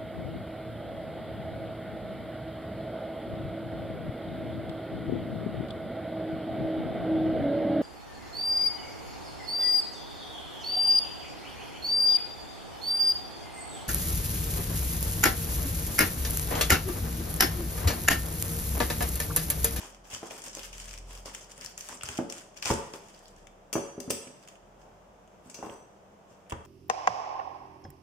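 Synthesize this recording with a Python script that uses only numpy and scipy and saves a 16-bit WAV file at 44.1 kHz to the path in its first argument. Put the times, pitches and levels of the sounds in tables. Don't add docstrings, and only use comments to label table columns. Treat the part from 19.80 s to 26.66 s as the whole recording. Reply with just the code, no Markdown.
import sys
import numpy as np
from scipy import signal
from scipy.fft import rfft, irfft, next_fast_len
from scipy.io import wavfile
from scipy.ndimage import uniform_filter1d

SR = 44100
rng = np.random.default_rng(int(sys.argv[2]) if len(sys.argv) > 2 else 0)


def log_audio(samples):
    frames = np.atleast_2d(samples).T
    limited = np.clip(frames, -1, 1)
    pcm = np.round(limited * 32767).astype(np.int16)
    wavfile.write(sys.argv[1], SR, pcm)


def volts_from_db(level):
    exponent = np.asarray(level, float) / 20
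    return 10 ** exponent


N = 302526

# [frequency_hz, density_db]
AIR = [(25, -22), (60, -9.5), (120, -7.5), (197, -6), (240, -12.5), (360, -8.5), (620, -5), (1000, -11.5),
       (2000, -24.5), (3200, -28), (6300, -25), (8000, -30.5), (10000, -39), (15000, -42)]
# [frequency_hz, level_db]
HUM = [(199, -65.5)]
# [time_s, firing_rate_hz, level_db]
DRONE = [(0.0, 41.1, -52), (0.25, 41.4, -51.5), (0.45, 39.4, -64), (0.65, 37.94, -55.5), (0.94, 41.1, -42),
         (1.24, 41.84, -38), (1.39, 42.9, -39.5), (1.57, 44.2, -52.5), (2.18, 44.1, -58.5),
         (2.7, 34.4, -61), (2.88, 34.1, -56), (3.27, 34, -61), (3.63, 34.3, -49.5), (3.93, 37.3, -61),
         (4.53, 40.4, -69), (4.93, 43.2, -56), (5.67, 49.5, -63.5), (6.86, 39.4, -73)]
# [frequency_hz, likeness_0_to_1]
ALIKE = [(60, 0.68), (250, 0.77), (500, 0.67), (1000, 0), (2000, 0.06), (8000, 0)]
# [frequency_hz, t60_s]
KITCHEN_T60 = [(60, 0.31), (250, 0.48), (1000, 0.69), (4000, 0.64), (10000, 0.48), (16000, 0.16)]
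# [frequency_hz, gain_db]
PORTS = [(20, -5), (40, 0.5), (3300, 3), (3900, -5), (4300, -6.5), (5000, -3.5), (15200, 1.5), (16200, -13),
         (16700, -48)]

# [frequency_hz, level_db, t60_s]
BLADE = [(2745, -13, .1), (3450, -23, .1), (4500, -21, .1), (5520, -13, .08), (6040, 0, .21),
         (6075, -13, .28), (10060, -20, .2), (11540, -23, .12), (13150, -22, .2), (14870, -18, .1)]
# [frequency_hz, level_db, t60_s]
TWIST = [(8010, -2, 0.16), (8040, -11, 0.4), (8850, -14, .1), (10075, -19, .35), (12500, -21, .15),
         (14870, -13, .14)]
# [start_s, ring_db, twist_minus_ring_db, left_minus_right_db]
CLINKS = [
    (3.9286, -46, -8, -1.5),
    (3.9345, -32.5, -18, 7),
    (4.2014, -54, -1.5, 8),
    (4.297, -48, -4, 6),
    (4.3036, -36.5, 3, 0),
    (4.3073, -45, -4, 14),
    (5.697, -62, 4, 0),
    (5.7434, -43.5, -14, 4),
    (6.51, -74, 2, 3),
]
# [start_s, peak_db, pitch_hz, left_minus_right_db]
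CLACKS = [(3.9283, -21.5, 6500, 3), (3.9351, -24, 7200, 7.5), (4.2016, -30.5, 6200, 10.5),
          (4.298, -36, 6300, 17), (4.3035, -18, 5900, -2), (4.3066, -22.5, 7600, 15),
          (5.698, -38.5, 7550, 6), (5.712, -46, 6600, 0), (5.7433, -31.5, 5900, 4), (5.753, -42, 6100, 2),
          (5.86, -52, 4500, 0), (5.922, -52, 4500, -2)]
# [start_s, rise_s, hold_s, ring_db, twist_minus_ring_db]
SLIDES = [
    (4.33, .01, .05, -62, 4),
    (5.66, .03, .05, -74, 9),
    (5.755, .008, .03, -58, -12),
    (5.82, .01, .02, -70, 2),
    (5.85, .006, .025, -65, 8),
    (5.895, .006, .045, -61, -2),
]

# [frequency_hz, level_db, t60_s]
TABLE = [(167, -30, 0.06), (254, -4, 0.4), (336.7, -5.5, 0.38), (451, -5, 0.4), (529, -14.5, 0.49),
         (560, -7, 0.72), (634.6, -12, 0.29), (684, -42, 0.55), (806, -19, 0.24), (982, -12, 0.48),
         (1194, -19, 0.39), (1420, -29, 0.22)]
# [frequency_hz, level_db, t60_s]
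BOOM = [(64.4, -12, 0.052), (91, 6, 0.096), (122, 5, 0.071)]
# [start_s, peak_db, low_pitch_hz, high_pitch_hz, high_minus_low_db]
BLOWS = [(0.4299, -25, 373, 706, 11), (0.51, -35, 300, 554, 23), (.676, -37.5, 360, 550, 24),
         (0.77, -35.5, 308, 550, 9), (1.458, -35, 216, 594, 13), (1.781, -41, 173, 612, 3),
         (2.127, -36, 203, 1020, 17), (2.388, -15, 305, 615, -1), (2.912, -12.5, 417, 152, 6.5),
         (3.138, -33, 429, 589, 8), (3.9291, -25.5, 446, 930, 11), (3.9544, -11.5, 387, 676, -4),
         (4.1785, -25.5, 392, 532, -13), (4.277, -27, 271, 550, -15.5), (4.304, -21, 260, 470, 14.5),
         (4.47, -39, 254, 545, -9), (5.658, -43.5, 234, 427, -24), (5.789, -33, 386, 680, -6),
         (5.827, -26, 242, 780, 13), (5.845, -33, 304, 418, -15), (5.867, -32, 370, 534, -15),
         (5.894, -34, 410, 490, 1)]
# [start_s, peak_db, low_pitch_hz, high_pitch_hz,
# high_minus_low_db]
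THUMPS = [(.333, -36.5, 131, 560, 6), (1.849, -43, 182, 895, 18.5), (2.234, -32, 400, 1360, 53),
          (2.289, -31, 430, 865, 25), (2.854, -31.5, 374, 810, 13), (2.9026, -12, 273, 890, 5.5),
          (6.7214, -21, 462, 990, 13.5), (3.96, -30, 180, 330, -7), (4.312, -35, 200, 350, -6),
          (5.83, -40, 200, 350, -9), (5.9, -41, 200, 350, -6)]

# [start_s, peak_db, dull_minus_bright_db, pitch_hz]
SNAPS = [(0.146, -39, -9, 6770), (0.2523, -50, -2, 6810), (0.3027, -42, -9, 6390), (0.3301, -40, -12, 7260),
         (0.3477, -36, -4, 5610), (0.5075, -31, -4, 5560), (0.619, -31.5, -19, 6870),
         (0.6392, -29, -20, 7030), (0.6634, -35, -17, 6540), (0.748, -43, -6, 6060), (0.75, -23, -24, 6540),
         (0.77, -31, -14, 6540), (0.832, -31, -20, 5210), (0.8539, -34, -18, 5680), (0.929, -34, -4, 6110),
         (0.9807, -31.5, -12, 7100), (0.9991, -29.5, -9.5, 6840), (1.0164, -38, -17, 6740),
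         (1.042, -37, -11, 7170), (1.056, -33, -17, 8270), (1.0807, -34, -10, 6730),
         (1.091, -32, -14, 6370), (1.1094, -31, -12, 5340), (1.1377, -30.5, -7.5, 6760),
         (1.1765, -31, -16, 5380), (1.1854, -35, -13, 6700), (1.3506, -34, -9, 7010),
         (1.3745, -35.5, -10, 5190), (1.457, -30, -12, 5450), (1.548, -24, -7, 6850),
         (1.6427, -39, -21, 5940), (1.712, -37.5, -11, 5240), (1.7174, -34, -14, 6680),
         (1.7779, -36, -14, 8290), (1.8103, -28.5, -33, 5460), (1.8461, -24.5, -22, 7030),
         (1.86, -23.5, -20, 5470), (1.9775, -25.5, -16, 6980), (2.008, -25.5, -19, 6560),
         (2.0874, -28, -12, 8000), (2.2098, -35.5, 2.5, 5150), (2.222, -36.5, -1, 5130),
         (2.2334, -21.5, -15.5, 8600), (2.2548, -31, -8, 5260), (2.2614, -28.5, -11, 5170),
         (2.2874, -24.5, -5.5, 7010), (2.302, -34, -14, 7090), (2.317, -35, -9, 7120),
         (2.3723, -27.5, -15, 5900), (2.378, -25, -9, 7100)]
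# [start_s, peak_db, dull_minus_bright_db,
# pitch_hz, left_minus_right_db]
TEARS = [(2.499, -25.5, -18, 5800, 6.5), (2.5234, -24.5, -11, 6940, 2), (2.5803, -31.5, -19, 6510, 3),
         (2.7434, -48, -10, 6040, 2.0), (2.7732, -32, -13, 5070, 9), (2.825, -19.5, -9, 4810, 4),
         (2.8559, -15.5, -12, 5160, 7), (2.887, -32, -4, 7370, -1.0), (2.8934, -30, -10, 6860, -2),
         (2.9006, -31, -4, 6420, 4), (2.913, -21, -15, 6000, 2.0), (2.9214, -28, -17, 5500, 0),
         (2.9414, -38, -8, 5800, 1.0), (3.1363, -31.5, -6, 5600, 3), (3.2844, -41, -15, 6200, 0.0),
         (3.3458, -42, -19, 4900, 3.0), (3.3907, -44, -16, 6850, -3), (3.481, -40.5, -19, 6870, 5),
         (3.5628, -47, -15, 6590, 1.5), (3.5823, -51, -15, 6080, 2.0), (3.6697, -42.5, -3, 6540, 7.5),
         (4.4729, -40, -3, 7980, -2.5), (4.6264, -47, -12, 5170, -5), (4.6514, -53, -3, 7910, -3.0),
         (4.6748, -39.5, -5, 6970, 0), (4.6854, -37, -9, 6870, 0), (4.7222, -52, -4, 6450, -2),
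         (4.7544, -51, 0.5, 6990, -0.5), (5.015, -51.5, -5, 6470, 0.0), (5.0294, -65, -2, 5330, -2),
         (5.4755, -54, -5, 6630, 0.5), (5.7877, -51, -8, 6030, 0), (5.896, -48, 5, 6050, -3),
         (6.6644, -66, 8, 7110, 0.5), (6.6972, -34, -12, 8900, -5.0), (6.7024, -38, -15, 4770, -3.5),
         (6.7074, -38, -2.5, 8830, -2.0), (6.7223, -33.5, -1.5, 6450, 5), (6.8504, -42, -12, 8230, -1.0)]
# [frequency_hz, density_db]
CRACKLE = [(600, -29), (1000, -8.5), (1700, -4.5), (2200, -7), (2850, -4), (4000, -5), (5000, 1.5),
           (6900, 1), (8300, -2), (10900, -13), (15000, -19.5)]
# [frequency_hz, density_db]
CREAK = [(120, -42), (250, 6), (550, 2), (1000, 7), (1600, -5), (2500, -29.5)]
# [start_s, rise_s, hold_s, crackle_db, creak_minus_crackle_db]
STROKES = [(-.02, 0.015, 0.062, -40, -3), (0.238, 0.0083, 0.047, -53.5, -3.5),
           (0.3, 0.032, 0.016, -38, -7.5), (0.407, 0.023, 0.04, -47, 3), (0.501, 0.007, 0.091, -44.5, -5),
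           (0.62, 0.028, 0.026, -43, -12), (0.727, 0.027, .04, -43.5, -2), (0.809, 0.027, 0.016, -42, -43),
           (0.923, 0.0089, 0.22, -44, -15), (1.253, 0.056, 0.086, -47.5, -3),
           (1.45, 0.0076, 0.017, -39, -5.5), (1.53, .005, 0.098, -48.5, -8.5),
           (1.685, 0.02, 0.013, -50, -1), (1.758, 0.078, 0.015, -40.5, -15),
           (1.973, 0.0035, 0.092, -43.5, -23), (2.079, 0.007, 0.05, -43, 0),
           (2.219, 0.056, 0.089, -40.5, -8), (2.49, 0.0069, 0.1, -45, -12), (2.759, 0.0082, 0.01, -48, -18),
           (2.821, 0.0043, 0.0064, -35.5, -10), (2.85, 0.0057, 0.059, -30.5, -1.5),
           (2.95, .01, 0.15, -54.5, 1), (3.132, 0.0068, 0.014, -46, 0.5), (3.211, 0.021, 0.28, -56.5, -28)]
# [start_s, rise_s, hold_s, crackle_db, creak_minus_crackle_db]
HANDLING = [
    (3.55, 0.019, 0.06, -63.5, -6),
    (4.54, 0.023, 0.088, -62.5, 1),
    (4.671, 0.0079, 0.028, -55.5, -6),
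    (4.98, 0.021, 0.024, -66.5, 9),
    (5.62, 0.044, 0.034, -59, 5.5),
    (5.741, 0.0069, 0.11, -59, 7.5),
    (5.80, 0.035, 0.092, -60.5, 20.5),
    (6.479, 0.026, 0.011, -63.5, -7),
    (6.692, 0.0055, 0.029, -66, -11),
    (6.83, .03, .02, -63, -8),
]

AIR_DB, DRONE_SECOND_DB = -57, -13.5
RISE_DB, SAG_DB_PER_S, RELEASE_DB_PER_S = 16.5, 14, 239
THIN_RIB_LEFT = 0.2
LIGHT_BOOM_DB, THUMP_BOOM_DB = -32, 1
LIGHT_CONTACT_S, THUMP_CONTACT_S = .00055, .0003
CLACK_DULL_DB = -16
HARD_CLACK_DB = -31
SOFT_TILT, HARD_KNOCK_DB = .36, -35
SLIDE_TILT = -6


def on_log(table, hz):
    f, v = np.transpose(table)
    return np.interp(np.log(np.maximum(hz, 1)), np.log(f), v)


def colour(x, spectrum, size=1024):
    gain_db = on_log(spectrum, np.arange(size // 2 + 1) * SR / size)
    cepstrum = irfft(gain_db * np.log(10) / 20)
    cepstrum[1:size // 2] *= 2
    cepstrum[size // 2 + 1:] = 0
    response = irfft(np.exp(rfft(cepstrum)))
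    return signal.fftconvolve(x, response / np.sqrt(np.sum(response ** 2)))[:N]


def diffuse(length):
    mid, side = rfft(rng.standard_normal((2, length)))
    likeness = np.clip(on_log(ALIKE, np.arange(len(mid)) * SR / length), 0, 1)
    mid = mid * np.sqrt((1 + likeness) / 2)
    side = side * np.sqrt((1 - likeness) / 2)
    return irfft(np.array([mid + side, mid - side]), length)


def add(out, s, sound, db, pan_db):
    i = int(s * SR)
    sound = sound[..., :N - i]
    out[:, i:i + sound.shape[-1]] += sound * volts_from_db(db + np.array([[pan_db], [-pan_db]]) / 2)


def ring(modes, spread, lag_s, length_s):
    t = np.arange(int(length_s * SR)) / SR
    hz, db, t60 = np.transpose(modes)[:, :, None]
    lag = lag_s[:len(modes), None] * np.array([1, -1])[:, None, None] / 2
    fade = volts_from_db(db + spread[:len(modes), None]) * np.exp(-np.log(1000) * t / t60)
    return np.sum(fade * np.sin(2 * np.pi * hz * (t + lag)), axis=1)


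def push(x, seconds):
    y = signal.fftconvolve(x, np.hanning(int(seconds * SR) + 3)[None], axes=1)[:, :x.shape[1]]
    return y / np.abs(y).max()


def grains(per_s, scatter_db):
    sparse = (rng.random(N) < per_s / SR) * rng.standard_normal(N)
    x = sparse * volts_from_db(scatter_db * np.minimum(rng.exponential(size=N), 4))
    return x / np.sqrt(np.mean(x ** 2))


def flicker(per_s, depth_db):
    kicks = (rng.random(N) < per_s / SR) * rng.exponential(size=N)
    y = signal.lfilter([1], [1, -np.exp(-per_s / SR)], kicks)
    return volts_from_db(depth_db * (y - y.mean()) / y.std())


def effort(t, start, rise, hold, db):
    since = t - start - rise
    fall = SAG_DB_PER_S * np.clip(since, 0, hold) + RELEASE_DB_PER_S * np.maximum(since - hold, 0)
    return np.where(t < start, -140, db + RISE_DB * np.minimum(since / max(rise, .002), 0) - fall)


def splinters(events, top_db, fast_s, slow_s, slow_share, dull_lift_db, sharp):
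    bands = np.zeros((2, 2, N))
    t = np.arange(int(0.08 * SR)) / SR
    for s, db, dull_db, pitch_hz, pan_db in events:
        decay = np.exp(-t / fast_s) + slow_share * np.exp(-t / slow_s)
        burst = rng.standard_normal((4, len(t))) * decay * np.minimum(t / 0.00083, 1)
        pitches = (pitch_hz, 2700 * 1.06 ** rng.uniform(-1.93, 1))
        gains_db = (-6.0, dull_db + dull_lift_db - 8.5)
        for band, hz, pair, gain_db in zip(bands, pitches, burst.reshape(2, 2, -1), gains_db):
            pair = 0.5 * pair + 1.72 * signal.lfilter(*signal.iirpeak(hz, sharp, fs=SR), pair)
            ports = pair[0] + 0.93 * pair[1] * np.array([[1], [-1]])
            add(band, s, ports, db + gain_db, pan_db)
    dull = [(500, -52.5), (1200, 6.5), (2800, 3), (3600, 6.5), (4500, -50.0)]
    bright = [(3000, -21.5), (4500, -3.5), (6900, -6.5), (9000, top_db / 2), (11000, top_db), (15000, top_db - 0.5)]
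    return np.array([colour(b, bright) + colour(d, dull) for b, d in zip(*bands)])


def background():
    t = np.arange(N) / SR
    air = np.array([colour(x, AIR, size=8192) for x in diffuse(N)]) * flicker(6, depth_db=.4)
    time_s = np.transpose(DRONE)[0]
    _, rate_hz, level_db = (np.interp(t, time_s, column) for column in np.transpose(DRONE))
    wobble = uniform_filter1d(uniform_filter1d(rng.standard_normal(N), 2000), 2000)
    wobble = wobble / wobble.std()
    phase = 2 * np.pi * np.cumsum(rate_hz * (1 + 0.03 * wobble)) / SR
    overtones = np.sin(2 * phase) + 0.53 * np.sin(3 * phase)
    drone = volts_from_db(level_db - 4.0) * (np.sin(phase) + volts_from_db(DRONE_SECOND_DB) * overtones)
    hum = sum(volts_from_db(db) * np.sin(2 * np.pi * hz * t + 1.67 * wobble) for hz, db in HUM)
    return volts_from_db(AIR_DB) * air + drone + hum


def kitchen(dry):
    t = np.arange(int(1.1 * SR)) / SR
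    noise = rfft(diffuse(len(t)))
    octave = np.log2(np.arange(1, noise.shape[1] + 1) * SR / len(t))
    centres = np.array(KITCHEN_T60)[:, 0]
    tail = 0
    for hz, t60 in KITCHEN_T60:
        share = np.interp(octave, np.log2(centres), centres == hz)
        tail = tail + irfft(noise * share, len(t)) * np.exp(-np.log(1000) * t / t60)
    tail = tail * np.clip((t - .002) / 0.0017, 0, 1)
    tail = tail / np.sqrt(np.sum(tail ** 2) / 2)
    return signal.fftconvolve(dry.mean(axis=0)[None], tail, axes=1)[:, :N]


def clinks():
    out = np.zeros((2, N))
    for s, db, twist_db, pan_db in CLINKS:
        chance = rng.standard_normal((2, 16))
        tilt = SOFT_TILT * (db - HARD_KNOCK_DB)
        struck = [(f, d + tilt * np.log2(f / BLADE[4][0]), t60) for f, d, t60 in BLADE]
        add(out, s, ring(struck, 0.44 * chance[0], .000015 * chance[1], length_s=.5), db, pan_db)
        twisted = ring(TWIST, 1.7 * chance[1], .000015 * chance[0], length_s=.5)
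        add(out, s, twisted, db + twist_db, pan_db - 13.0)
    return out


def slides():
    out = np.zeros((2, N))
    t = np.arange(N) / SR
    grit = grains(900, scatter_db=5.5)
    chance = rng.standard_normal(16)
    for modes, share, tilt_hz, pan_db in ((BLADE, 0, BLADE[4][0], 1.5), (TWIST, 1, TWIST[0][0], -6.0)):
        drag = grit * sum(volts_from_db(effort(t, *row[:3], row[3] + share * row[4])) for row in SLIDES)
        damped = [(f, d + SLIDE_TILT * np.log2(f / tilt_hz), 0.35 * t60) for f, d, t60 in modes]
        pressed = ring(damped, 0 * chance, .00001 * chance, length_s=.3)
        add(out, 0, signal.fftconvolve(drag[None], pressed, axes=1), -22.0, pan_db)
    return out


def blade():
    ringing = clinks() + slides()
    clacks = [(s, db, CLACK_DULL_DB, hz, pan_db) for s, db, hz, pan_db in CLACKS]
    rocking = flicker(90, depth_db=1.5)
    hard = [c for c in clacks if c[1] > HARD_CLACK_DB]
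    soft = [c for c in clacks if c[1] <= HARD_CLACK_DB]
    hard = splinters(hard, top_db=-10.0, fast_s=0.0037, slow_s=0.035, slow_share=0.063, dull_lift_db=3.5, sharp=2.56)
    soft = splinters(soft, top_db=-21.0, fast_s=0.0039, slow_s=0.03, slow_share=0.18, dull_lift_db=-3.5, sharp=4.2)
    return ringing * rocking + hard + soft


def blows():
    out = np.zeros((2, N))
    t = np.arange(int(.4 * SR)) / SR
    light = [b + (LIGHT_BOOM_DB, LIGHT_CONTACT_S) for b in BLOWS]
    heavy = [c + (THUMP_BOOM_DB, THUMP_CONTACT_S) for c in THUMPS]
    for s, db, low_hz, high_hz, high_db, boom_db, touch_s in light + heavy:
        chance = rng.standard_normal((3, len(t)))
        near = [(f, d - 2.0 * abs(np.log2(f / low_hz)) - 2.5, 0.32 * t60) for f, d, t60 in TABLE]
        near += [(low_hz, 0, .045), (high_hz, high_db + .5, .018)]
        modes = ring(near, 1.8 * chance[0], .00025 * chance[1], length_s=.4)
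        edges_hz = [0.58 * low_hz, 1.39 * max(high_hz, low_hz)]
        band = signal.butter(2, edges_hz, "bandpass", fs=SR, output="sos")
        rattle = signal.sosfilt(band, (chance[0] + 0.18 * chance[1:]) * np.exp(-t / 0.018))
        contact_s = touch_s * volts_from_db(-0.7 * min(high_db, 0))
        body = .25 * push(rattle, .0003) - push(modes, contact_s)
        body += .33 * push(chance[:2] * np.exp(-t / .002), 1.2 * contact_s)
        radiation = signal.butter(2, 0.31 * low_hz, "highpass", fs=SR, output="sos")
        add(out, s, signal.sosfilt(radiation, body), db - 0.5, -.5)
        legs = push(ring(BOOM, 1.8 * chance[2], .0001 * chance[1], length_s=.4), 0.0046)
        add(out, s + 0.0015, legs, db + boom_db - 7.5, 0)
    return signal.sosfilt(signal.butter(2, 36, "highpass", fs=SR, output="sos"), out)


def snaps():
    sawn = [(s, db, dull_db, hz, -THIN_RIB_LEFT * dull_db) for s, db, dull_db, hz in SNAPS]
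    return splinters(sawn + TEARS, top_db=-17.0, fast_s=0.0013, slow_s=0.011, slow_share=0.18,
                     dull_lift_db=4.0, sharp=3.8)


def patchy(x):
    centres = np.log([700, 1500, 2700, 4500, 6200, 8300, 11500])
    size = next_fast_len(N)
    log_hz = np.log(np.arange(1, size // 2 + 2) * SR / size)
    whole = rfft(x, size)
    return sum(flicker(45, depth_db=2.2) * irfft(whole * np.interp(log_hz, centres, centres == c), size)[:, :N]
               for c in centres)


def leaves():
    t = np.arange(N) / SR
    bright, dull = np.zeros(N), np.zeros(N)
    for start, rise, hold, db, creak_db in STROKES + HANDLING:
        push_gain = volts_from_db(effort(t, start, rise, hold, db))
        bright += push_gain
        dull += push_gain * volts_from_db(creak_db)
    slips = flicker(70, depth_db=1.4)
    cells = [grains(5000, scatter_db=2.6) for _ in range(2)]
    shared, wide = (colour(c, CRACKLE) * bright * volts_from_db(-4.5) for c in cells)
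    crackle = shared * volts_from_db(np.array([[1.1], [-1.1]])) + wide * np.array([[1], [-1]])
    creak = colour(grains(2500, scatter_db=3.5), CREAK) * dull * volts_from_db(-9.0)
    return slips * (patchy(crackle) + creak)


def scene():
    crisp, knocks, steel = leaves() + snaps(), blows(), blade()
    wet = kitchen(crisp * volts_from_db(-7.0) + knocks * volts_from_db(-3.5) + steel * volts_from_db(-2.5))
    return crisp + knocks + steel + wet + background()


def top_cut(x):
    return signal.sosfilt(signal.butter(12, 16640, fs=SR, output="sos"), x)


def record(dry):
    heard = np.array([colour(x, PORTS, size=4096) for x in dry]) * volts_from_db(-2.5)
    return top_cut(heard)


dry = scene()
out = record(dry)
log_audio(out)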